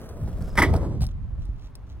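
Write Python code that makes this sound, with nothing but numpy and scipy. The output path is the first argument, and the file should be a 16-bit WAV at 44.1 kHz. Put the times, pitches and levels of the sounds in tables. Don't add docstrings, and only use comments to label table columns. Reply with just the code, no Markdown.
import sys
import numpy as np
from scipy import signal
from scipy.fft import rfft, irfft
from scipy.io import wavfile
from scipy.ndimage import map_coordinates

SR = 44100
rng = np.random.default_rng(int(sys.argv[2]) if len(sys.argv) > 2 else 0)


def dump_mix(stems):
    frames = np.atleast_2d(stems).T
    limited = np.clip(frames, -1, 1)
    pcm = np.round(limited * 32767).astype(np.int16)
    wavfile.write(sys.argv[1], SR, pcm)


N = 88200

# (time [s], bright ring [dB], low clank [dB], crack [dB])
LIP_STRIKES = [(0.5529, -46.5, -30, -38.5), (.5700, -37, -31.5, -31.5), (0.5736, -29, -28, -32.5),
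               (0.5762, -8.5, -17, -26.5), (.5812, -10.5, -6, -39.5), (.5870, -6, -11.5, -24.5),
               (.5935, -32, -8.5, -29), (.604, -23, -19.5, -35.5), (.6183, -5.5, -17.5, -34.5),
               (0.6215, -27, -4.5, -21), (0.6352, -7, -23.5, -40.5), (.6465, -26, -23, -42.5)]
SIDE = np.array([[1], [-1]])


def undb(db):
    return 10 ** (np.asarray(db) / 20)


def unit(x):
    return x / np.sqrt(np.mean(x ** 2))


def clock():
    return np.arange(N) / SR


def curve(rows, column=1):
    rows = np.array(rows, float)
    return np.interp(clock(), rows[:, 0], rows[:, column])


def colour(x, spectrum):
    hz, db = np.array(spectrum, float).T
    bins = np.maximum(np.fft.rfftfreq(N, 1 / SR), 1)
    gain = undb(np.interp(np.log(bins), np.log(hz), db))
    return unit(irfft(rfft(x) * gain, N))


def noise(spectrum):
    return colour(rng.standard_normal(N), spectrum)


def wide(spectrum, side):
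    return noise(spectrum) + side * noise(spectrum) * SIDE


def below(x, hz):
    return irfft(rfft(x) / (1 + (np.fft.rfftfreq(N, 1 / SR) / hz) ** 16), N)


def fade(start, t60, attack):
    age = np.maximum(clock() - start, 0)
    return (1 - np.exp(-(age / attack) ** 2)) * np.exp(-np.log(1000) * age / t60)


def wind():
    spectrum = [(15, -5), (35, 0), (55, -1.5), (100, -8), (200, -24.5), (400, -48), (1500, -112)]
    gusts = [(0, -44.5), (.2, -34.5), (.42, -29), (.5, -29.5), (.6, -28), (.85, -36), (1.15, -30.5),
             (1.4, -32), (1.52, -32.5), (1.66, -41.5), (2, -36)]
    return wide(spectrum, side=0.4) * undb(curve(gusts))


def open_air():
    spectrum = [(30, -0.5), (150, -1.5), (300, -7.5), (500, -16.5), (1000, -17), (2000, -28.5), (4000, -38),
                (8000, -50), (16000, -68)]
    return wide(spectrum, side=0.5) * undb(-51.5)


def tread(spectrum):
    grit_db, flutter_db = 4, 2
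    bumps = rng.standard_normal(N) * undb(grit_db * np.minimum(rng.exponential(size=N), 6))
    flutter = noise([(1, 0), (25, 0), (60, -20), (200, -70)])
    return colour(bumps, spectrum) * undb(flutter_db * flutter)


def rolling():
    concrete_tone = [(40, -14), (120, -11.5), (300, -8), (650, -7), (900, -22.5), (1300, -17.5),
                     (2200, -32), (4000, -35.5), (9000, -33), (16000, -38.5)]
    concrete_roll = [(0, -45), (.15, -48), (.25, -47.5), (.35, -47.5), (.44, -47), (.54, -47.5),
                     (.62, -52.5), (.72, -66.5)]
    deck_tone = [(40, -7), (100, 1), (250, -5), (410, 0), (530, -6.5), (640, -5.5), (820, -14.5),
                 (1150, -16), (1600, -26.5), (2500, -40), (5000, -40.5), (10000, -43), (16000, -54)]
    deck_roll = [(.55, -49, 1), (.6, -30, 0.93), (.7, -28.5, 1), (.77, -30, 0.98), (.86, -34.5, .9),
                 (.935, -37, .76), (.985, -44.5, 0.66), (1.13, -53, 0.46), (1.5, -77.5, 0.44)]
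    travel = np.cumsum(curve(deck_roll, column=2))
    roar = map_coordinates(tread(deck_tone), [travel], mode="mirror")
    return tread(concrete_tone) * undb(curve(concrete_roll)) + roar * undb(curve(deck_roll))


def slab_drumming():
    spectrum = [(40, -17), (90, 6.5), (130, 0), (200, -3), (300, -20), (800, -67.5)]
    swells = [(0, -50.5), (.18, -42.5), (.235, -26), (.33, -37), (.43, -30.5), (.5, -40), (.56, -36),
              (.62, -55.5), (.8, -90.5)]
    return noise(spectrum) * undb(curve(swells))


def rattles():
    showers = [(0, 0.13, -62.5), (0.222, 0.13, -62), (0.427, .13, -66.5), (1.001, .06, -47.5),
               (1.083, 0.039, -56), (1.221, .03, -71.5), (1.378, 0.13, -66), (1.551, 0.15, -62.5),
               (1.861, 0.1, -62.5)]
    spectrum = [(700, 3), (2000, -2.5), (3800, 3.5), (5000, -3), (6200, -0.5), (9000, -8.5), (12000, -19.5),
                (16000, -15)]
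    clicks_per_s, scatter_db = 380, 2.2
    onsets = rng.random(N) < clicks_per_s / SR
    clicks = onsets * undb(scatter_db * np.minimum(rng.exponential(size=N), 4))
    chatter = unit(signal.fftconvolve(clicks, fade(0, t60=.012, attack=.0003))[:N])
    envelope = np.zeros(N)
    for start, length, db in showers:
        progress = np.clip((clock() - start) / length, 0, 1)
        envelope += undb(db) * np.sqrt(np.sin(np.pi * progress).clip(0))
    return noise(spectrum) * chatter * envelope


def truck_ticks():
    ticks = [(0.09, -41), (.422, -43.5), (0.476, -62), (0.737, -35), (0.7625, -36), (.767, -41.5),
             (1.008, -39.5), (1.0167, -32.5), (1.022, -36.5), (1.028, -40), (1.039, -35), (1.043, -46),
             (1.053, -44), (1.066, -35), (1.453, -48), (1.753, -37)]
    spectrum = [(400, 0), (2000, -6), (3400, -3), (4300, 8), (5000, 9.5), (6000, 4.5), (7200, -9),
                (8600, 9), (11000, -1), (13500, -4), (15500, -6)]
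    envelope = np.zeros(N)
    for start, db in ticks:
        snap = fade(start, t60=.015, attack=.0004)
        tail = undb(-25) * fade(start, t60=.09, attack=.002)
        envelope += undb(db) * (snap + tail)
    return noise(spectrum) * envelope


def wheel_knocks():
    knocks = [(.245, -39), (0.276, -39), (0.7397, -17.5), (1.008, -37.5), (1.02, -34.5), (1.037, -33.5),
              (1.381, -45.5)]
    spectrum = [(100, -21), (300, -7), (700, 1.5), (1250, -14), (1500, -36), (2300, -26.5), (3000, -33),
                (8000, -41)]
    return noise(spectrum) * sum(undb(db) * fade(start, t60=.025, attack=.00013) for start, db in knocks)


def bearing_whine():
    swell = [(.3, -130), (.39, -103), (.43, -68.5), (.55, -64.5), (.6, -79), (.7, -130)]
    centre_hz, width_hz = 5120, 400
    waver = below(rng.standard_normal(N), width_hz / 2)
    return unit(waver * np.sin(2 * np.pi * centre_hz * clock())) * undb(curve(swell))


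def deck_boom():
    spectrum = [(25, -13), (50, -2), (72, 1), (105, -4), (150, -10.5), (220, -18), (320, -33.5), (700, -54),
                (2000, -91)]
    swells = [(.4, -46), (.6, -29), (.73, -18.5), (.8, -25), (.92, -28), (1.04, -23), (1.12, -45.5),
              (1.2, -33.5), (1.32, -43.5), (1.39, -29), (1.45, -42.5), (1.51, -37.5), (1.65, -58.5),
              (2, -51)]
    return wide(spectrum, side=.33) * undb(curve(swells))


def ring(modes, start, spread):
    contact_s, detune_share = .0011, .0023
    hz, db, t60 = np.array(modes, float).T[:, :, None]
    first = int(start * SR)
    age = np.maximum(clock()[first:first + SR // 4] - start, 0)
    detune, phase = rng.standard_normal((2, len(modes), 1))
    waves = np.sin(2 * np.pi * hz * (1 + detune_share * detune) * age + np.pi * spread * phase)
    decays = np.exp(-np.log(1000) * age / t60)
    ringing = (undb(db) * waves * decays).sum(0) / undb(db).sum()
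    out = np.zeros(N)
    out[first:first + len(age)] = 2 * ringing * (1 - np.exp(-(age / contact_s) ** 2))
    return out


def lip_plate():
    # (frequency [Hz], level [dB], t60 [s])
    bright_modes = [(1530, -12.5, .03), (1618, -3.5, .03), (1774, -6.5, .06), (1874, -8.5, 0.052),
                    (1933, -1.5, 0.033), (1990, -7, .06), (2010, 3.5, .035), (2093, -7.5, 0.052),
                    (2218, -0.5, 0.066), (2290, -16, 0.024), (2732, -24.5, 0.094), (3060, -11, 0.027),
                    (3360, -16.5, 0.065)]
    low_modes = [(352, -9.5, .15), (491.6, -8, .05), (598, -5.5, 0.062), (713.4, -7, 0.12), (816, -5, .07),
                 (890, 1, .04), (964, -2, .07), (1080, -2, .06), (1190, 0, .04), (1266, -3, 0.069),
                 (1480, -5, 0.0352), (1703, -2.5, .035)]
    pock_hz, pock_db = 1960, 4
    out = np.zeros(N)
    for start, ring_db, clank_db, _ in LIP_STRIKES:
        tone = np.sin(2 * np.pi * pock_hz * (clock() - start))
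        pock = undb(pock_db) * tone * fade(start, t60=.011, attack=.0017)
        out += undb(ring_db) * (pock + ring(bright_modes, start, spread=0.14))
        out += undb(clank_db) * ring(low_modes, start, spread=0.32)
    return out


def plate_cracks():
    spectrum = [(500, -3.5), (2000, 18.5), (2700, -2.5), (3300, 5), (4300, -4), (5200, 5.5), (6800, -5),
                (8500, 0), (11000, -2.5), (13000, -6.5), (16000, -13)]
    envelope = sum(undb(db) * fade(start, t60=.076, attack=.0011) for start, _, _, db in LIP_STRIKES)
    return noise(spectrum) * envelope


def deck_thumps():
    thumps = [(.579, -17.5, 193.4, 0.11), (.6010, -14, 270, .05), (.611, -22.5, 110, .09),
              (.6285, -14.5, 275, 0.091), (0.6449, -10, 350, 0.03), (0.668, -21, 99, .1),
              (.710, -11, 83, 0.079), (0.738, -10, 91.7, 0.094), (1.018, -21, 74.5, 0.27),
              (1.379, -21.5, 65, 0.039), (1.49, -17, 60, 0.065)]
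    out = np.zeros(N)
    for start, db, hz, t60 in thumps:
        out += undb(db) * np.sin(2 * np.pi * hz * (clock() - start)) * fade(start, t60, attack=.0015)
    return out


def reverb(x, t60):
    spectrum = [(100, -3), (2000, -6), (4000, 4), (16000, -14.5)]
    response = noise(spectrum) * fade(0, t60, attack=.006)
    return signal.fftconvolve(x, response / np.linalg.norm(response))[:N]


def delay(x, samples):
    return map_coordinates(x, [np.arange(N) - samples], mode="mirror", order=5)


def microphone_ports(x):
    path = [(0, -5), (.35, -2.5), (.6, 1.97), (.85, 3), (1.1, 4.5), (2, 5)]
    treble_delay_s = .000378
    bass, body = below(x, hz=1330), below(x, hz=7450)
    mids, treble = body - bass, x - body
    half_lag = curve(path) / 2
    left = delay(mids, half_lag) + treble
    right = delay(mids, -half_lag) + delay(treble, treble_delay_s * SR)
    return bass + np.array([left, right])


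def scene():
    shell_db, park_db, right_lift_db = -14, -25.5, 0.54
    hits = lip_plate() + plate_cracks() + wheel_knocks() + deck_thumps()
    drumming = slab_drumming()
    shell = undb(shell_db) * reverb(hits, t60=0.16)
    skates = hits + shell + drumming + truck_ticks() + rattles() + rolling() + bearing_whine()
    width = (0.26 * rolling() + 0.18 * (plate_cracks() + truck_ticks())) * SIDE
    park = undb(park_db) * np.array([reverb(hits, t60=0.65) for _ in range(2)])
    mix = microphone_ports(skates) + width + park + deck_boom() + wind() + open_air()
    return mix * undb(-SIDE * right_lift_db / 2)


def record(dry):
    low_cut_hz, high_cut_hz = 22, 16200
    trimmed = signal.sosfilt(signal.butter(2, low_cut_hz, "high", fs=SR, output="sos"), dry)
    return signal.sosfilt(signal.ellip(10, .2, 80, high_cut_hz, fs=SR, output="sos"), trimmed)


dry = scene()
out = record(dry)
dump_mix(out)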